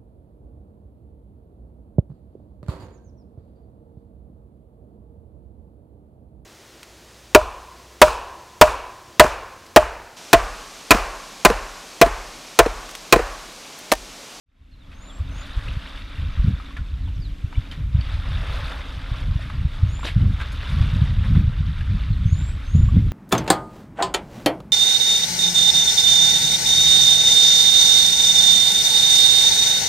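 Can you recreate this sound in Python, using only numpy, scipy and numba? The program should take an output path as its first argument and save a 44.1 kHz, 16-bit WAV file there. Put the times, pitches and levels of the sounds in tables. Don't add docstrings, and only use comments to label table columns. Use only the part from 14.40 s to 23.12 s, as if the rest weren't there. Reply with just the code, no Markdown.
import sys
import numpy as np
from scipy import signal
from scipy.fft import rfft, irfft
from scipy.io import wavfile
from scipy.ndimage import uniform_filter1d, map_coordinates
from numba import njit

SR = 44100
rng = np.random.default_rng(int(sys.argv[2]) if len(sys.argv) > 2 else 0)


def file_out(sig):
    cols = np.atleast_2d(sig).T
    lim = np.clip(cols, -1, 1)
    pcm = np.round(lim * 32767).astype(np.int16)
    wavfile.write(sys.argv[1], SR, pcm)


N = 384552
TIME = np.arange(N) / SR


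def undb(db):
    return 10 ** (np.asarray(db) / 20)


def unit(x):
    return x / np.sqrt(np.mean(x ** 2))


def colour(x, points):
    hz, db = np.transpose(points)
    f = np.maximum(np.arange(N // 2 + 1) * SR / N, 1)
    return irfft(rfft(x) * undb(np.interp(np.log(f), np.log(hz), db)), N)


def below(x, hz):
    f = np.arange(N // 2 + 1) * SR / N
    return irfft(rfft(x) / (1 + (f / hz) ** 6), N)


def wander(rate_hz):
    step = max(int(SR / rate_hz), 1)
    held = np.repeat(rng.standard_normal(N // step + 1), step)
    return unit(uniform_filter1d(held, step)[:N])


def add(out, start_s, x):
    i = max(int(start_s * SR), 0)
    out[i:i + len(x)] += x[:max(len(out) - i, 0)]


def swell(start_s, length_s, attack_s, release_s):
    t = TIME - start_s
    return np.clip(t / attack_s, 0, 1) * np.exp(-np.maximum(t - length_s, 0) / release_s)


def bush(level_db=-48):
    # frequency in Hz, relative spectral density of the rustle in dB.
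    spectrum = [(100, -10.5), (180, 6), (235, -1), (272, 8.5), (320, -5.5), (620, -19.5), (720, -18),
                (1200, -28.5), (2300, -16.5), (3600, -21), (5600, -27.5), (15000, -41)]
    rustle = unit(colour(rng.standard_normal(N), spectrum))
    return rustle * undb(level_db + wander(2.925))


def echo(x, t60_s):
    t = TIME[:SR]
    tail = rng.standard_normal(len(t)) * undb(-60 * t / t60_s) * (1 - np.exp(-t / .005))
    return signal.fftconvolve(x, tail / np.sqrt(np.sum(tail ** 2)))[:N]


def airflow(breeze_db=-37.5, freshening_db_per_s=1.2852):
    # start of a gust in seconds, length in seconds, level in dB.
    gusts = [(0.742, 0.14, -28), (1.04, 0.3, -29), (1.696, .17, -25), (1.916, 0.18, -20), (2.299, .6, -28),
             (3.299, 0.92, -26.5), (4.63, 0.34, -25.5), (5.05, 0.54, -27), (5.72, 0.16, -18.5),
             (6.259, 0.43, -19), (6.74, 0.29, -19), (7.118, .14, -22), (7.367, 0.39, -21.5),
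             (7.821, 0.23, -20), (8.28, 0.38, -16)]
    gust_power = sum((undb(db) * swell(start, length, attack_s=.1, release_s=.085)) ** 2
                     for start, length, db in gusts)
    return 10 * np.log10(gust_power + undb(breeze_db + freshening_db_per_s * TIME) ** 2)


def wind(shedding_per_db=.039, turbulence_db=4.0):
    # frequency in Hz at a relative speed of 1, relative spectral density in dB.
    spectrum = [(15, -24), (28, 3), (50, 5), (80, 3), (120, -5.5), (170, -13), (240, -27), (340, -40.5),
                (500, -50), (1000, -73)]
    gust_db = airflow()
    flutter_db = turbulence_db * np.tanh(wander(26))
    speed = np.exp(shedding_per_db * (np.maximum(gust_db, -31) + 23.5 + 0.902 * flutter_db))
    rumble = unit(colour(rng.standard_normal(N), spectrum))
    rumble = map_coordinates(rumble, [np.cumsum(speed) % (N - 1)], order=3)
    local_rms = uniform_filter1d(rumble ** 2, size=SR // 14) ** .5
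    return unit(rumble / local_rms) * undb(gust_db + flutter_db)


def buffets(eddy_hz=80, width_cycles=0.31, wake_db=-9, quickening_per_db=0.035):
    # time an eddy strikes the microphone in seconds, peak of its envelope in dB.
    eddies = [(0.809, -16), (1.176, -14), (1.372, -14.5), (2, -10), (2.047, -6), (2.539, -14.5),
              (3.047, -12), (3.183, -8), (3.553, -4.5), (3.592, -11), (3.742, -13.5), (4.151, -19),
              (4.72, -14.5), (4.914, -11.5), (4.961, -11), (5.256, -8), (5.436, -3.5), (5.767, -3),
              (5.835, -8.5), (5.862, -8), (6.412, -3.5), (6.622, -3), (6.789, -7.5), (6.929, -5),
              (6.972, -5), (6.997, -3), (7.081, -5.5), (7.209, -9), (7.709, -7.5), (7.861, -4),
              (7.93, -3.5), (8.353, -2), (8.401, -4), (8.437, -2), (8.569, 1)]
    out, t = np.zeros(N), TIME[:SR // 10] - .05
    for strike, db in eddies:
        for k, (size, lag, phase) in enumerate(rng.uniform(-0.88, 1, (3, 3))):
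            cycles = t * eddy_hz * np.exp(0.34 * size + quickening_per_db * (db + 7.5))
            envelope = np.exp(-(cycles / width_cycles) ** 2 / 2)
            swing = envelope * np.cos(2 * np.pi * cycles + np.pi * phase)
            delay_s = k * (0.01374 + 0.0035 * lag)
            add(out, strike + t[0] + delay_s, undb(db + k * wake_db) * swing)
    return out


def note(length_s, start_hz, end_hz, bend, waver, flutter_db, taper):
    count = int(length_s * SR)
    u = np.arange(count) / count
    knots = np.arange(0, length_s + .02, .005)
    shake, fade = (np.interp(u * length_s, knots, row) for row in rng.standard_normal((2, len(knots))))
    glide_hz = start_hz + (end_hz - start_hz) * (u + bend * u * (1 - u))
    tone = np.sin(2 * np.pi * np.cumsum(glide_hz * (1 + waver * shake)) / SR)
    return tone * np.sin(np.pi * u) ** taper * undb(flutter_db * fade)


def whistling_bird(second_voice_shift_hz=1950, second_voice_db=-15):
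    # start in seconds, length in seconds, first and last pitch in Hz, level in dB.
    whistles = [(0.533, .28, 6070, 7740, -53), (0.897, 0.16, 6060, 7000, -54.5),
                (5.455, .255, 6306, 7660, -51), (7.842, 0.32, 6020, 7860, -48.5),
                (8.228, 0.29, 5944, 7364, -51.5)]
    out = np.zeros(N)
    for start, length, start_hz, end_hz, db in whistles:
        for shift_hz, voice_db, bend in [(0, 0, .58), (second_voice_shift_hz, second_voice_db, .88)]:
            voice = note(length, start_hz + shift_hz, end_hz + shift_hz, bend,
                         waver=0.0055, flutter_db=4.0, taper=0.81)
            add(out, start, undb(db + voice_db) * voice)
    return out


def chirping_bird(reflection_s=.05, reflection_db=-12):
    # start in seconds, length in seconds, first and last pitch in Hz, level in dB.
    chirps = [(0.314, 0.038, 4450, 4000, -52), (0.388, 0.08, 4200, 3160, -55),
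              (0.655, 0.083, 4430, 2930, -52), (2.624, 0.09, 4420, 2550, -54.5),
              (2.752, 0.027, 6500, 4830, -58), (2.795, 0.13, 5520, 2830, -53.5),
              (5.128, .06, 5400, 4120, -57), (7.711, 0.067, 4736, 3399, -53.5),
              (7.925, 0.041, 4870, 3900, -54)]
    out = np.zeros(N)
    for start, length, start_hz, end_hz, db in chirps:
        chirp = note(length, start_hz, end_hz, bend=0.39, waver=0.012, flutter_db=6.0, taper=0.63)
        add(out, start, undb(db) * chirp)
        add(out, start + reflection_s, undb(db + reflection_db) * chirp)
    return out


@njit
def bubbles(n, start_s, hz, cycles, amplitude, rise):
    out = np.zeros(n)
    for k in range(len(start_s)):
        first, count = int(start_s[k] * SR), int(cycles[k] * SR / hz[k]) + 2
        phase = 0.
        for i in range(min(count, n - first)):
            phase += 2 * np.pi * hz[k] * (1 + rise * i / count) / SR
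            out[first + i] += amplitude[k] * np.exp(-5 * i / count) * np.sin(phase)
    return out


def drips(ring_s=0.036):
    # start in seconds, peak level in dB, starting pitch in Hz.
    drops = [(2.2, -32.5, 1230), (2.308, -39, 1094), (2.386, -35, 1430), (3.06, -47, 2610),
             (3.127, -40, 937), (3.148, -38, 2900), (3.155, -36.5, 2260), (3.169, -40, 3450),
             (3.609, -36, 4480), (8.487, -32, 1110), (8.588, -41, 2076)]
    start, db, hz = (np.array(column, float) for column in zip(*drops))
    return bubbles(N, start, hz, hz * ring_s, undb(db), rise=0.14)


def slaps(pitch_scatter=0.332, splash_q=1 / 0.87, plop_db=-2.5, splash_db=-2, mist_db=-20):
    # start in seconds, level at the source in dB, centre frequency in Hz, length in seconds.
    impacts = [(0.514, -43.5, 2500, 0.019), (1.28, -34, 2540, 0.0069), (2.366, -34.5, 1730, 0.01),
               (2.673, -47, 922, 0.011), (3.126, -39.5, 1250, 0.0072), (3.311, -36.5, 3050, 0.019),
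               (3.61, -38, 3000, 0.0039), (4.016, -41, 597, 0.035), (4.315, -33, 1260, 0.0081),
               (4.992, -40, 644, 0.007), (5.098, -33.5, 1230, 0.0062), (5.592, -35.5, 1150, 0.0043),
               (5.629, -30.5, 1244, 0.0075), (5.638, -31, 3450, 0.038), (5.643, -34, 585, 0.025),
               (5.651, -27.5, 1600, 0.0036), (5.662, -31, 2940, 0.031), (6.001, -30.5, 1560, 0.0058),
               (6.01, -29.5, 1520, 0.012), (6.118, -41, 6447, 0.015), (6.229, -39.5, 1590, .006),
               (6.834, -39.5, 1782, 0.031), (6.949, -38, 1440, 0.015), (7.408, -34.5, 1620, 0.0055)]
    out, t = np.zeros(N), TIME[:SR // 5]
    for start, db, hz, length in impacts:
        onset, ring, strength, _ = rng.random((120, 4)).T
        pitch = np.clip(hz * np.exp(pitch_scatter * rng.standard_normal(len(onset))), 350, 13000)
        cluster = unit(bubbles(len(t), onset * t[-1], pitch, 5 + 16 * ring, strength - .5, rise=0.26))
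        plop = 2 * np.sin(2 * np.pi * hz * t * (1 + 3 * t)) * np.exp(-t / 0.012)
        noise = rng.standard_normal(len(t))
        splash = unit(signal.lfilter(*signal.iirpeak(hz, splash_q, fs=SR), noise))
        mist = (length / 0.024) ** .5 * noise
        envelope = (1 - np.exp(-8 * t / length)) * np.exp(-(t / length) ** 2 / 2)
        burst = cluster + undb(plop_db) * plop + undb(splash_db) * splash + undb(mist_db) * mist
        burst *= envelope
        rms = np.sqrt(np.sum(burst ** 2) / (length * SR))
        add(out, start, undb(db) * burst / rms)
    # frequency in Hz, gain in dB.
    path = [(200, 6.0), (500, -0.5), (3700, -0.5), (4600, -7.0), (7000, -12.0), (11000, -8.5),
            (15000, -22)]
    return colour(out, path)


def fizz(per_second, extra_cycles, spread_db, low_hz=400, high_hz=15000):
    onset, height, chance, polarity, ring = rng.random((int(per_second * N / SR), 5)).T
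    hz = low_hz * (high_hz / low_hz) ** height
    strength_db = -spread_db * (1 - height / 2) * np.log(np.maximum(chance, .01))
    amplitude = undb(strength_db) * np.sign(polarity - .5) * hz ** 1.01
    return unit(bubbles(N, onset * N / SR, hz, 2 + extra_cycles * ring ** 2, amplitude, rise=0.19))


def stirring(attack_s=0.17, drain_s=0.26, lapping_db=-54.5, lapping_share_db=-13.5):
    # start in seconds, length in seconds, level in dB, share of big bubbles in dB.
    strokes = [(0.364, 0.46, -52, 0.5), (0.857, 0.43, -42.5, -6.5), (1.29, 0.89, -44.5, -10),
               (3.08, 0.12, -46.5, -8), (3.494, 0.77, -41.5, -8), (3.936, 0.34, -38.5, -3.5),
               (4.352, 0.38, -42, -6), (4.843, 0.21, -43.5, -10), (5.132, 1, -46, -6),
               (5.904, 0.33, -42, -12.5), (6.135, 0.49, -39.5, -8.5), (6.705, 0.23, -42.5, -9.5),
               (7.107, 0.61, -44, -14), (7.798, 0.7, -47.5, -8)]
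    stroke_power = np.array([(undb(db) * swell(start, length, attack_s, drain_s)) ** 2
                             for start, length, db, _ in strokes])
    shares = undb([share_db for *_, share_db in strokes]) ** 2
    lapping_power = undb(lapping_db) ** 2
    deep_power = shares @ stroke_power + 10 ** (lapping_share_db / 20) * lapping_power
    total_power = stroke_power.sum(axis=0) + lapping_power
    return 10 * np.log10(total_power), 10 * np.log10(deep_power / total_power)


def churn():
    # frequency in Hz, gain in dB that shapes the sound of the churned water.
    spectrum = [(260, -11), (450, -10.5), (579, -5), (633, -5.5), (712, -10), (1310, 0), (2010, -4),
                (3230, -4.5), (3630, -1), (4150, -10.5), (4530, -11.5), (7280, -27.5), (8200, -26),
                (10200, -28.5), (15500, -41.5)]
    level_db, depth_db = stirring()
    hiss = undb(-3) * rng.standard_normal(N)
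    water = colour(fizz(per_second=5500, extra_cycles=38.7, spread_db=3.0) + hiss, spectrum)
    deep, body = below(water, hz=1030), below(water, hz=5530)
    spray_db = -22.0 + 0.26 * (level_db + 46.0) + 0.5 * (depth_db + 7) + 1.4 * wander(35)
    spray = undb(spray_db) * unit(water - body)
    small_bubbles = undb(-1.31) * unit(body - deep)
    big_bubbles = undb(depth_db - 2.0 + 1.35 * wander(18)) * unit(deep)
    return (small_bubbles + big_bubbles + spray) * undb(level_db + wander(24))


def scene():
    # frequency in Hz, gain of the side signal in dB.
    width = [(250, -37.5), (550, -12.5), (1100, -12), (2200, -19.5), (3500, -43.5), (5000, -31.5),
             (13000, -23)]
    water = churn() + slaps() + drips()
    song = whistling_bird() + chirping_bird()
    reflections = undb(-14.5) * echo(water + song, t60_s=0.3)
    mid = water + song + reflections + bush() + wind() + buffets()
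    scattered = echo(water + undb(20.5) * song, t60_s=0.071)
    side = colour(scattered + undb(19) * bush(), width)
    return np.array([mid + side, mid - side])


def record(dry, fade_start_s=0.057, fade_s=0.8, ceiling=.95, cutoff_hz=15400):
    faded = dry * np.clip((TIME - fade_start_s) / fade_s, 0, 1) ** 1.07
    rounded = faded / (1 + (faded / ceiling) ** 4) ** .25
    return signal.sosfilt(signal.ellip(10, .1, 80, cutoff_hz, fs=SR, output="sos"), rounded)


dry = scene()
out = record(dry)
file_out(out)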